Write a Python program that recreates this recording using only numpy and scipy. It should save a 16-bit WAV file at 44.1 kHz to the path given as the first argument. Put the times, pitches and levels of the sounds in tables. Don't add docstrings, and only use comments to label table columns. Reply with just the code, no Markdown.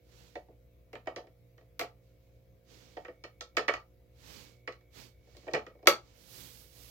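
import sys
import numpy as np
from scipy import signal
from scipy.fft import rfft, irfft
from scipy.io import wavfile
from scipy.ndimage import uniform_filter1d

SR = 44100
rng = np.random.default_rng(int(sys.argv[2]) if len(sys.argv) > 2 else 0)


def unload_audio(sound):
    columns = np.transpose(np.atleast_2d(sound))
    steps = np.round(np.clip(columns, -1, 1) * 32767)
    wavfile.write(sys.argv[1], SR, steps.astype(np.int16))


def gain_from_db(level_db):
    decades = np.asarray(level_db, float) / 20
    return 10 ** decades


N = 304290
SIDES = np.array([[.5], [-.5]])
HIT_LENGTH = 4000


def evened(x):
    return x / np.sqrt(np.mean(x ** 2) + 1e-20)


def read(points, hz, column=1):
    table = np.transpose(points)
    return np.interp(np.log(hz + 1), np.log(table[0] + 1), table[column])


def noise(db, same, left_db, lag_s, size, length):
    hz = np.fft.rfftfreq(size, 1 / SR)[:, None]
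    t = np.arange(4 * length // size + 5) * size / 4 / SR
    a, b, c, d = rng.standard_normal((4, len(hz), len(t)))
    right = a + 1j * b
    like = np.clip(read(same, hz), 0, 1)
    late = right * np.exp(-2j * np.pi * hz * lag_s)
    left = like * late + np.sqrt(1 - like ** 2) * (c + 1j * d)
    spectra = np.array([left * gain_from_db(read(left_db, hz)), right]) * gain_from_db(db(hz, t))
    return signal.istft(spectra, nperseg=size, noverlap=3 * size // 4)[1][:, :length]


def patches(shape, bins, frames):
    field = rng.standard_normal(shape)
    return evened(uniform_filter1d(uniform_filter1d(field, bins, axis=0), frames, axis=1))


def fridge():
    # multiple of the turning rate, level in dB, left-right difference in dB.
    shaft = [(1, -66, 1), (2, -76, -1), (3, -79, -4), (5, -84, 1), (7, -88, -2), (8, -90, -9), (9, -75, -5),
             (10, -89, -2), (35, -104, -2), (37, -99, -3), (38, -93, -3), (39, -99, -3), (60, -109, 0),
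             (66, -98, 0)]
    mains = [(2, -67, -2), (4, -84, -9), (5, -84, -1), (6, -81, -6), (8, -76, -9), (10, -90, -9),
             (11, -88, -14), (12, -88, -4)]
    fan = [(1, -81, 0), (2, -78, 0)]
    # time in seconds, level in dB.
    whine = [(0.0, -85), (0.55, -92.5), (2.7, -87.5), (2.95, -75), (3.67, -81.5), (4.0, -90.5),
             (4.42, -76.5), (5.46, -76.5), (6.9, -83.5)]
    whine_from, whine_lift_db = 33, 89
    hum_db = -0.5
    t = np.arange(N) / SR
    slow = t[::256]
    out = np.zeros((2, N))
    for hz, lines, waver in ((58.85, shaft, .02), (59.97, mains, .01), (53.4, fan, .25)):
        rates = np.geomspace(.2, 2, 8)
        drift = waver * sum(np.sin(2 * np.pi * (f * slow + rng.random())) / f for f in rates)
        turn = 2 * np.pi * hz * t + np.interp(t, slow, drift)
        for k, db, pan_db in lines:
            sway_db = 2.0 * np.sin(2 * np.pi * (rng.uniform(0.14, .9) * slow + rng.random()))
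            if whine_from <= k < 2 * whine_from:
                sway_db += np.interp(slow, *np.transpose(whine)) + whine_lift_db
            level = np.interp(t, slow, gain_from_db(hum_db + db + sway_db))
            wave = level * np.sin(k * turn + 2 * np.pi * rng.random())
            out += np.sqrt(2) * gain_from_db(SIDES * pan_db) * wave
    return out


def air():
    # frequency in Hz, level in dB per Hz.
    murmur = [(25, -15), (50, 6), (130, 2.5), (220, -7.5), (500, -6.5), (800, -21), (1600, -25.5),
              (2250, -20.5), (3000, -26.5), (6000, -30.5), (9000, -37), (12500, -27.5), (15500, -26.5)]
    # frequency in Hz, left-right likeness from 0 to 1.
    likeness = [(100, 0.79), (400, 0.43), (800, 0.14), (1500, 0.091)]
    # frequency in Hz, level in dB.
    left_port = [(60, 5.5), (200, -6.5), (600, -3.5), (900, 1.5), (10000, 0.8)]

    def field(hz, t):
        return read(murmur, hz) + 2.0 * patches((len(hz), len(t)), 12, 5)
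    return gain_from_db(-66) * evened(noise(field, likeness, left_port, 0, size=2048, length=N))


def ring(modes, spread_db, detune, lean_db, drive):
    hz, db, t60, pan_db, lead = np.transpose(modes)
    t = np.arange(HIT_LENGTH) / SR
    hz = hz * (1 + detune[:len(modes)])
    spectrum = rfft(drive)
    drive = irfft(spectrum / np.sqrt(uniform_filter1d(abs(spectrum) ** 2, size=7))) * (t < .045)
    db = db + spread_db[:len(modes)] + lean_db * np.log2(hz / 520)
    longest = .11 * np.minimum(1, 500 / hz) ** 1.15
    pole = 2j * np.pi * hz - np.log(1000) / np.minimum(t60, longest)
    rise = np.minimum(np.outer(hz, t) / 2, 1)
    waves = np.exp(np.outer(pole, t)) * rise ** 2 * (3 - 2 * rise)
    body = ((gain_from_db(db + SIDES * pan_db) * np.exp(1j * SIDES * lead)) @ waves).imag
    return signal.fftconvolve(body, drive[None])[:, :HIT_LENGTH]


def knock(levels_db, chatter_s, lean_db, tilt_db, plates):
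    # frequency in Hz, level in dB,
    # time to fall 60 dB in seconds, left-right difference in dB, lead of the left port in radians.
    walls = [(190, -22, .06, -1, .2), (270, -18, .06, -2, .1), (372, -8, .07, .1, -.1),
             (432, -2.5, .06, .1, -.1), (499, -1.5, .07, .1, .01), (560, -2.5, .06, .1, .12),
             (635, -5, .06, .5, .01), (718, -6.5, .05, -3, -.3), (855, -12, .04, -3, 1.8)]
    stiff_ribs = [(3362, 0.5, 0.022, -9, 1.56), (4305, 6, 0.016, 5.5, -2.5), (4986, 1.5, .015, -3.5, -13),
                  (5030, -6.5, .012, -1.5, -3.5), (5920, -4.5, .012, -7.5, 5.5),
                  (7560, -13.5, 0.013, -3.5, -3)]
    # frequency in Hz, left level in dB, right level in dB.
    crack_colour = [(1920, -22, -17), (3420, -15.5, 0.5), (5000, -4.5, -1.5), (7360, -3, -22),
                    (9820, -19, -14), (11900, -6.5, -15.5), (15400, -14, -16.5)]
    spread_db = 2.2 * rng.standard_normal((3, 12))
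    detune = .016 * rng.standard_normal((3, 12))
    t, hz = np.arange(HIT_LENGTH) / SR, np.fft.rfftfreq(HIT_LENGTH, 1 / SR)
    u = t / chatter_s
    force = rng.standard_normal(HIT_LENGTH) * gain_from_db(4.87 * rng.standard_normal(HIT_LENGTH))

    colour_db = np.array([read(crack_colour, hz), read(crack_colour, hz, column=2)])
    colour_db += tilt_db * np.log2(np.maximum(hz / 6000, 1))
    puff = evened(irfft(rfft(rng.standard_normal((2, HIT_LENGTH))) * gain_from_db(colour_db)))
    crack = puff * np.sin(np.pi / 2 * np.minimum(t / 0.00096, 1)) ** 2 * np.exp(-.9 * u)

    shell = ring(walls, spread_db[0], detune[0], lean_db, force * u * np.exp(-1.2 * u))
    panel = ring(plates, spread_db[1], detune[1], 0, force * u ** 0.95 * np.exp(-1.1 * u))
    ribs = ring(stiff_ribs, spread_db[2], detune[2], 0, force * np.exp(-1.1 * u))
    parts = shell, panel, crack + gain_from_db(2.5) * ribs / abs(ribs).max()
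    return sum(gain_from_db(db) * part / abs(part).max() for db, part in zip(levels_db, parts))


def feeder():
    # frequency in Hz,
    # level in dB, time to fall 60 dB in seconds, left-right difference in dB, lead of the left port in radians.
    panels = [(1193, -11, 0.043, 4, 0.5), (1282, -7, 0.071, 3, 1.4), (1630, -18, 0.034, 0.5, 0),
              (1910, -9.5, .04, -2, -0.9), (1895, .5, .04, -3.5, -1.62), (2060, -8, .03, -3.5, 0.5),
              (2288, -3, .035, -8.5, 0.86), (2410, -7, .03, -6, -0.9), (2646, -3.5, .03, 0.5, 2.5),
              (2998, -5.5, .025, 0, 0.7)]
    flap = [(855, -9, 0.048, 4, 2.7), (1154, -8, 0.04, 4, -0.3), (1299, -4.5, .045, 5, 1.15),
            (1580, -11.5, .03, 6, -3), (1890, -10, .04, -2, -3.9), (2060, -5.5, .03, -3.5, 2.3),
            (2180, -6.5, .03, -7.5, .5), (2236, -1.5, .035, -7.5, 1.4), (2340, -6.5, .03, -3.5, -0.5),
            (2640, 0.5, .03, -2.7, 2), (3100, -8, .025, 3.9, 3.3)]
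    # start in seconds, shell level in dB,
    # panel level in dB, crack level in dB, lean of the shell toward its upper modes in dB an octave.
    lid_slaps = [
        (0.93, -38, -41, -46, -7),
        (1.793, -33, -26, -25, -6),
        (1.811, -29, -22.5, -31.5, 7.5),
        (5.367, -53, -54.5, -44, -14),
        (5.871, -13.5, -3, -5.5, -3.5),
        (5.884, -22.5, -24, -18.5, 8.5),
    ]
    knocks = [(0.354, -33, -33.5, -42, 1.5), (1.071, -26.5, -30.5, -42.5, 3.5),
              (1.161, -36.5, -33.5, -35, -4), (2.968, -33.5, -37.5, -47.5, 5), (3.048, -42.5, -36, -51, 0),
              (3.081, -36.5, -42, -53, -3), (3.238, -40.5, -35.5, -38.5, -3.5),
              (3.408, -42, -33.5, -29.5, 12), (3.568, -22.5, -12.5, -16.5, -3.5),
              (3.68, -24, -14, -25.5, 3.5), (3.737, -33.5, -23.5, -33.5, 9.5),
              (4.675, -35, -24.5, -36.5, -2.5), (5.466, -37.5, -48.5, -55, 1),
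              (5.478, -30.5, -35.5, -50, 1), (5.535, -20.5, -23, -24.5, 3.9), (5.562, -27, -32.5, -48, 0.5),
              (5.665, -43, -37, -48, -10)]
    # start in seconds, shell level in dB, panel level in dB.
    rebounds = [
        (0.953, -38, -34.5),
        (1.179, -37, -42.5),
        (1.83, -37.5, -37.5),
        (3.25, -54, -43),
        (3.579, -35, -20.5),
        (3.591, -28, -46),
        (3.685, -26.5, -15),
        (3.76, -47, -40.5),
        (5.546, -30, -20.5),
        (5.59, -49, -38.5),
    ]
    touches = [(0.09, -72, -67), (0.121, -67, -63), (0.484, -50, -67), (0.51, -55.5, -77),
               (1.058, -54, -54.5), (1.24, -49, -70), (1.269, -50.5, -55.5), (1.579, -56, -52),
               (1.61, -55.5, -60), (3.549, -57, -60), (4.723, -55.5, -45), (4.809, -64, -60),
               (5.272, -55, -64), (5.348, -50.5, -57), (5.43, -53, -59), (5.512, -42, -49),
               (5.62, -53, -59.5), (5.7, -54, -64), (5.75, -50.5, -64.5), (5.79, -54, -67),
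               (5.827, -43.5, -57.5), (5.857, -36.5, -44)]
    hard_s, soft_s = .0028, .0023
    slap_tilt_db, knock_tilt_db = -1.8, -16
    hits = []
    for s, shell, panel, crack, lean in lid_slaps:
        hits.append((s, (shell, panel, crack), hard_s, lean, slap_tilt_db, flap))
    for s, shell, panel, crack, lean in knocks:
        hits.append((s, (shell, panel, crack), hard_s, lean, knock_tilt_db, panels))
    for s, shell, panel in rebounds:
        hits.append((s, (shell, panel, panel - 13.5), hard_s, 8.5, knock_tilt_db, panels))
    for s, shell, panel in touches:
        hits.append((s, (shell, panel, panel - 3.5), soft_s, -2.6, knock_tilt_db, panels))

    groups = np.zeros((3, 2, N + HIT_LENGTH))
    for k, (s, *settings) in enumerate(hits):
        start = round(s * SR)
        groups[k % 3, :, start:start + HIT_LENGTH] += knock(*settings)
    return signal.sosfilt(signal.butter(2, 230, "high", fs=SR, output="sos"), groups[..., :N])


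def room(x):
    # frequency in Hz, time to fall 60 dB in seconds, echoes against the direct sound in dB.
    decay = [(250.7, 0.22, -4), (500, 0.16, -9), (800, 0.22, -7), (1200, .2, -3.5), (2000, 0.16, -7.5),
             (4000, 0.18, -3.5), (8000, 0.17, -5.5), (13000, 0.1252, -0.5)]
    # frequency in Hz, left-right likeness from 0 to 1.
    likeness = [(300, .98), (700, .92), (1000, .35), (2300, .9), (4000, .3)]
    length = 15000
    level = [(1, 0), (2, 0)]
    tail = noise(lambda hz, t: -60 * t / read(decay, hz), likeness, level, 0, size=256, length=length)
    tail = tail * np.clip((np.arange(length) / SR - .003) / 0.0017, 0, 1)
    colour = gain_from_db(read(decay, np.fft.rfftfreq(length, 1 / SR), column=2))
    echoes = irfft(rfft(tail) * colour) / np.linalg.norm(tail[0])
    return signal.fftconvolve(x, echoes, axes=1)[:, :N]


def sleeve():
    # time of the fastest rub in seconds, level in dB, rise in seconds, fall in seconds, brightness in dB.
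    strokes = [(0.2, -69, 0.15, 0.21, -3), (1.6, -91, 0.022, 0.076, -15), (2.05, -87, 0.037, 0.18, -8),
               (2.22, -88.5, .04, 0.23, -6), (2.37, -92, .06, 0.087, -2), (2.735, -67.5, 0.076, 0.34, -5),
               (4.331, -59.5, 0.15, 0.21, -1.8), (4.99, -59.5, 0.064, .12, -1.5),
               (5.4, -72.5, .2, 0.25, -7), (6.1, -74.5, .13, 0.12, -7.5), (6.22, -69.5, 0.12, .15, 3),
               (6.396, -57.5, .16, 0.19, 4.5), (6.57, -64, .15, 0.17, 6.5), (6.84, -63, 0.19, 0.44, 5.5)]
    # frequency in Hz, level in dB.
    cloth = [(700, -4.5), (1500, -3), (2600, -1), (4500, 0.55), (7000, -5), (9600, -12.5), (12200, -8),
             (15500, -9)]
    left_port = [(150, -15.5), (1200, -22), (2200, -11), (3600, -19), (6000, -6), (9000, -14.5),
                 (14000, -42)]
    # frequency in Hz, left-right likeness from 0 to 1.
    likeness = [(300, 0.53), (1500, 0.53), (3000, 0.24), (5000, 0.03)]
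    ends_db, flutter_db = -17, 7
    thinning = 0.8
    s, db, rise, fall, bright_db = np.transpose(strokes)[:, :, None]

    def field(hz, t):
        away = (t - s) / np.where(t < s, rise, fall)
        rub = gain_from_db(2 * (db + ends_db * away ** 2)) + 1e-14
        bright = (rub * bright_db).sum(0) / rub.sum(0)
        top = np.clip((hz - 7000) / 3000, 0, 1)
        low = 1 / (1 + (hz / 350) ** 4)
        power = gain_from_db(2 * (read(cloth, hz) + top * bright)) + low * gain_from_db(2 * flutter_db)
        power *= gain_from_db(-2 * thinning * np.maximum(bright, 0) / (1 + (hz / 3300) ** 4))
        shape = (len(hz), len(t))
        grain_db = 0.5 * patches(shape, 5, 9) + 0.79 * patches(shape, 90, 2)
        return 10 * np.log10(rub.sum(0) * power) + grain_db
    return gain_from_db(-6.5) * noise(field, likeness, left_port, lag_s=0.00033, size=512, length=N)


def thump():
    # start in seconds, level in dB, frequency in Hz, length in seconds.
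    push = (5.534, -34, 150, .035)
    s, db, hz, length = push
    u = np.maximum(np.arange(N) / SR - s, 0)
    return gain_from_db(db) * np.sin(2 * np.pi * hz * u) * u / length * np.exp(1 - 3 * u / length)


def scene():
    hits = feeder()
    echoes = sum(room(group) for group in hits)
    return fridge() + air() + hits.sum(0) + echoes + sleeve() + thump()


def low_pass(x):
    return signal.sosfilt(signal.butter(12, 16660, fs=SR, output="sos"), x)


def record(dry):
    cut = signal.sosfilt(signal.butter(4, 42, "high", fs=SR, output="sos"), dry)
    band_limit = signal.firwin(255, 16300, window=("kaiser", 9), fs=SR)
    limited = signal.oaconvolve(cut, band_limit[None], "same")
    return low_pass(limited)


dry = scene()
out = record(dry)
unload_audio(out)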